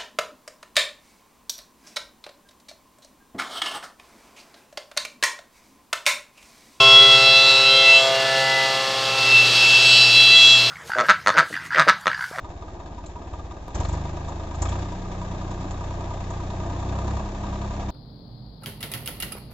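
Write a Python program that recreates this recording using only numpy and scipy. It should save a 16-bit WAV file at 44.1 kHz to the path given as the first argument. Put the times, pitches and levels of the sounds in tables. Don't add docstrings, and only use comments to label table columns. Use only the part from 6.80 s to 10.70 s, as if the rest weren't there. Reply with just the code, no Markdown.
import sys
import numpy as np
from scipy import signal
from scipy.fft import rfft, irfft
from scipy.io import wavfile
from scipy.ndimage import uniform_filter1d, minimum_filter1d

SR = 44100
rng = np.random.default_rng(int(sys.argv[2]) if len(sys.argv) > 2 else 0)


def master_out(mix):
    frames = np.transpose(np.atleast_2d(mix))
    ceiling = np.clip(frames, -1, 1)
    pcm = np.round(ceiling * 32767).astype(np.int16)
    wavfile.write(sys.argv[1], SR, pcm)


N = 171990

SPINDLE_HZ, FLUTES = 133.4, 5


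def undb(db):
    return 10 ** (np.asarray(db) / 20)


def curve(rows, axis=1):
    rows = np.array(rows, float)
    return np.interp(np.arange(N) / SR, rows[:, 0], rows[:, axis])


def colour(rows, hz):
    rows = np.array(rows, float)
    log_hz = np.log(np.maximum(hz, 1))
    return undb(np.interp(log_hz, np.log(rows[:, 0]), rows[:, 1]))


def shaped(noise, rows):
    hz = np.arange(N // 2 + 1) * SR / N
    filtered = irfft(rfft(noise) * colour(rows, hz), N)
    return filtered / np.std(filtered)


def wander(rate):
    steps = rng.standard_normal(2048)
    drift = np.interp(np.arange(N) / SR * rate, np.arange(len(steps)), steps)
    drift = uniform_filter1d(drift, max(int(SR / rate / 2), 1))
    return (drift - drift.mean()) / drift.std()


def partial(angle, swell_db, swell_rate, flutter):
    swell = undb(swell_db * wander(swell_rate))
    return np.sqrt(2) * swell * np.cos(angle + flutter * wander(70))


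# (time [s], level [dB])
WHINE_4TH = [(0.0, -16), (0.13, -15), (0.21, -23), (0.48, -14.5), (1.02, -20), (1.09, -10.5), (1.17, -10),
             (1.29, -36.5), (2.24, -35.5), (2.55, -11.5), (2.7, -23), (2.88, -14), (3.21, -17), (3.49, -13),
             (3.79, -17.5), (3.86, -26)]
WHINE_5TH = [(0.0, -16.5), (0.21, -7.5), (0.35, -12), (0.42, -26.5), (0.48, -16), (0.73, -33), (1.26, -22),
             (1.37, -32), (2.41, -34.5), (2.74, -25.5), (3.18, -21), (3.25, -30), (3.4, -17), (3.53, -20),
             (3.57, -11), (3.74, -11), (3.85, -28.5)]
WHINE_6TH = [(0.0, -28.5), (0.56, -17), (1.18, -20), (1.25, -35), (2.13, -41), (2.73, -25), (2.9, -33),
             (3.24, -15), (3.29, -26), (3.37, -13), (3.73, -20), (3.9, -27)]
# (multiple of the tooth rate, level before the bite is added [dB])
HIGH_HARMONICS = [(7, -33), (8, -34), (9, -44.5), (10, -45.5), (11, -48), (12, -53), (13, -54)]
# (time [s], level change [dB])
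BITE_LEVEL = [(0, 1), (1.18, -2.5), (1.32, -9.5), (2.3, -11.5), (3.15, 5.5), (3.35, 1), (3.7, 2.5),
              (3.9, -9)]


def whine(turn, lag):
    out = 0
    for k, rows in enumerate((WHINE_4TH, WHINE_5TH, WHINE_6TH), 4):
        line = k * FLUTES
        tone = partial(line * turn + lag[line], swell_db=1.37, swell_rate=30, flutter=0.056)
        out = out + undb(curve(rows)) * tone
    bite = undb(curve(BITE_LEVEL))
    for k, db in HIGH_HARMONICS:
        line = k * FLUTES
        tone = partial(line * turn + lag[line], swell_db=3, swell_rate=8, flutter=.15)
        out = out + bite * undb(db) * tone
    return out


# (frequency [Hz], level of a line before bite and overall cut [dB])
RASP_SPECTRUM = [(2500, -32.5), (3450, -33), (4400, -33.5), (6200, -48.5), (7600, -53.5), (9000, -71)]


def rasp(turn, lag):
    out = 0
    for k in range(19, 67):
        if k % FLUTES:
            tone = partial(k * turn + lag[k], swell_db=4, swell_rate=6, flutter=0.33)
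            out = out + colour(RASP_SPECTRUM, k * SPINDLE_HZ) * tone
    return out * undb(curve(BITE_LEVEL) - 6.0)


# (middle [s], multiple of the spindle rate, length at half height [s], level at the middle [dB])
FLARES = [(.03, 8, 0.5, -28), (.15, 3, 0.62, -31.5), (0.216, 15, 0.18, -29), (.56, 28, 0.37, -33),
          (.6, 33, .5, -33.5), (0.627, 26, 0.26, -24.5), (.72, 55, .25, -42.5), (.82, 29, 0.33, -22),
          (0.97, 24, 0.16, -22), (0.99, 26, 0.15, -24), (0.998, 50, 0.43, -47), (1.05, 4, 1.45, -31),
          (1.066, 45, 0.096, -39), (1.076, 15, 0.14, -30), (1.14, 60, .12, -44), (1.16, 23, 0.1, -25.5),
          (1.22, 55, .16, -39.5), (1.363, 21, 0.126, -28), (1.723, 21, 0.54, -30), (2.15, 6, 0.66, -37),
          (3.13, 59, 0.18, -38.5), (3.15, 22, 0.12, -28), (3.158, 23, .14, -29), (3.144, 35, 0.27, -26),
          (3.558, 15, 0.099, -31.5), (3.656, 45, 0.18, -31), (3.67, 55, 0.21, -34), (3.82, 31, 0.13, -23.5)]


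def side_tones(turn, lag):
    t = np.arange(N) / SR
    out = 0
    for middle, k, length, db in FLARES:
        flare = undb(db) / (1 + (2 * (t - middle) / length) ** 4)
        angle = k * turn + lag[k] + np.pi / 2
        out = out + flare * partial(angle, swell_db=2, swell_rate=12.53, flutter=0.14)
    return out


# (time [s], level [dB])
TOOTH_DRONE = [(.4, -26.5), (.75, -37.5), (1.2, -24.5), (2.1, -36.5), (2.6, -45), (3.1, -39.5)]
TOOTH_OCTAVE = [(0, -24.5), (1.08, -28), (1.33, -46), (1.5, -33.5), (2.05, -35.5), (2.4, -32.5), (2.8, -39)]
# (multiple of the spindle rate, level before the time curve is added [dB])
BUZZ_LINES = [(1, -40.5), (3, -35), (4, -33.5), (6, -34), (7, -37), (8, -39), (9, -40), (11, -43),
              (13, -38), (15, -36.5), (16, -42.5)]
# (time [s], level change below the split [dB], level change from the split up [dB])
BUZZ_OVER_TIME = [(0, 0, 2.5), (.7, -3.5, -1), (1.3, -2, -2), (1.8, -2, -0.5), (2.8, -9.5, -9),
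                  (3.9, -16, -19)]
BUZZ_SPLIT_HZ = 1000


def buzz(turn, lag):
    low = undb(curve(BUZZ_OVER_TIME, axis=1))
    high = undb(curve(BUZZ_OVER_TIME, axis=2))
    out = 0
    for k, rows in enumerate((TOOTH_DRONE, TOOTH_OCTAVE), 1):
        line = k * FLUTES
        tone = partial(line * turn + lag[line], swell_db=1.47, swell_rate=7.7, flutter=0.069)
        out = out + undb(curve(rows)) * tone
    for k, db in BUZZ_LINES:
        angle = k * turn + lag[k]
        if k * SPINDLE_HZ < BUZZ_SPLIT_HZ:
            out = out + low * undb(db) * partial(angle, swell_db=3, swell_rate=4.32, flutter=0.03)
        else:
            out = out + high * undb(db) * partial(angle, swell_db=6, swell_rate=3.95, flutter=0.082)
    return out


# (frequency [Hz], relative level per Hz [dB])
WASH_SPECTRUM = [(20, -26), (55, -12), (95, -13), (170, -4), (600, 1.5), (2200, -1), (8000, -15),
                 (15500, -41)]
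# (time [s], level [dB])
WASH_OVER_TIME = [(2.2, -31), (2.8, -27), (3.9, -30.5)]
# (frequency [Hz], relative level per Hz [dB])
HISS_SPECTRUM = [(1000, -29.5), (2200, -9.5), (2800, -2), (4500, 1), (6500, -13), (11000, -27.5),
                 (15500, -36)]
# (time [s], level [dB])
HISS_OVER_TIME = [(0, -23.5), (.8, -25.5), (2.2, -26.5), (2.65, -20.5), (3.1, -20), (3.5, -22.5)]


def coolant(turn, chop=0.063, drop_db=3, flicker_db=0.76):
    drops = rng.standard_normal((2, N)) * undb(drop_db * rng.standard_normal((2, N)))
    wash = shaped(drops[0], WASH_SPECTRUM) * undb(curve(WASH_OVER_TIME))
    chopped = drops[1] * (1 + chop * np.cos(turn))
    hiss_db = curve(HISS_OVER_TIME) + flicker_db * wander(35.15)
    hiss = shaped(chopped, HISS_SPECTRUM) * undb(hiss_db)
    return wash + hiss


# (time [s], level before each line's own is added [dB])
FEED_OVER_TIME = [(.6, -53), (.9, -37), (1.4, -39.5), (1.8, -65)]
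# (multiple of the feed tone, relative level [dB])
FEED_HARMONICS = [(1, -4), (2, -8), (3, -2)]
# (time [s], level [dB])
PUMP_OVER_TIME = [(0, -36), (1.2, -49.5), (2.1, -47.5), (2.7, -36)]
FEED_HZ, PUMP_HZ = 500.3, 119.7


def motors():
    angle = 2 * np.pi * np.arange(N) / SR
    feed = 0
    for k, db in FEED_HARMONICS:
        feed = feed + undb(db) * partial(k * FEED_HZ * angle, swell_db=1.0, swell_rate=4.8, flutter=.05)
    pump = partial(PUMP_HZ * angle, swell_db=2.0, swell_rate=5.02, flutter=.02)
    return feed * undb(curve(FEED_OVER_TIME)) + pump * undb(curve(PUMP_OVER_TIME))


SPEED_WANDER = 0.00032
IN_STEP_LINES = 7
TOP_HZ = 15700


def scene():
    speed = SPINDLE_HZ * (1 + SPEED_WANDER * wander(3.966))
    turn = 2 * np.pi * np.cumsum(speed) / SR
    lines = np.arange(int(TOP_HZ / SPINDLE_HZ))
    lag = rng.standard_normal(len(lines)) * (lines / IN_STEP_LINES) ** 2
    cutting = whine(turn, lag) + rasp(turn, lag) + side_tones(turn, lag) + buzz(turn, lag)
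    mono = cutting + coolant(turn) + motors()
    return np.array([mono, mono])


LIMIT_S = .004


def record(dry):
    size = int(LIMIT_S * SR)
    needed = 1 / np.maximum(np.abs(dry), 1)
    gain = uniform_filter1d(minimum_filter1d(needed, size), size)
    gain = gain * np.minimum(np.arange(N) / size, 1)
    low_pass = signal.ellip(10, .1, 80, TOP_HZ, fs=SR, output="sos")
    return signal.sosfilt(low_pass, dry * gain)


dry = scene()
out = record(dry)
master_out(out)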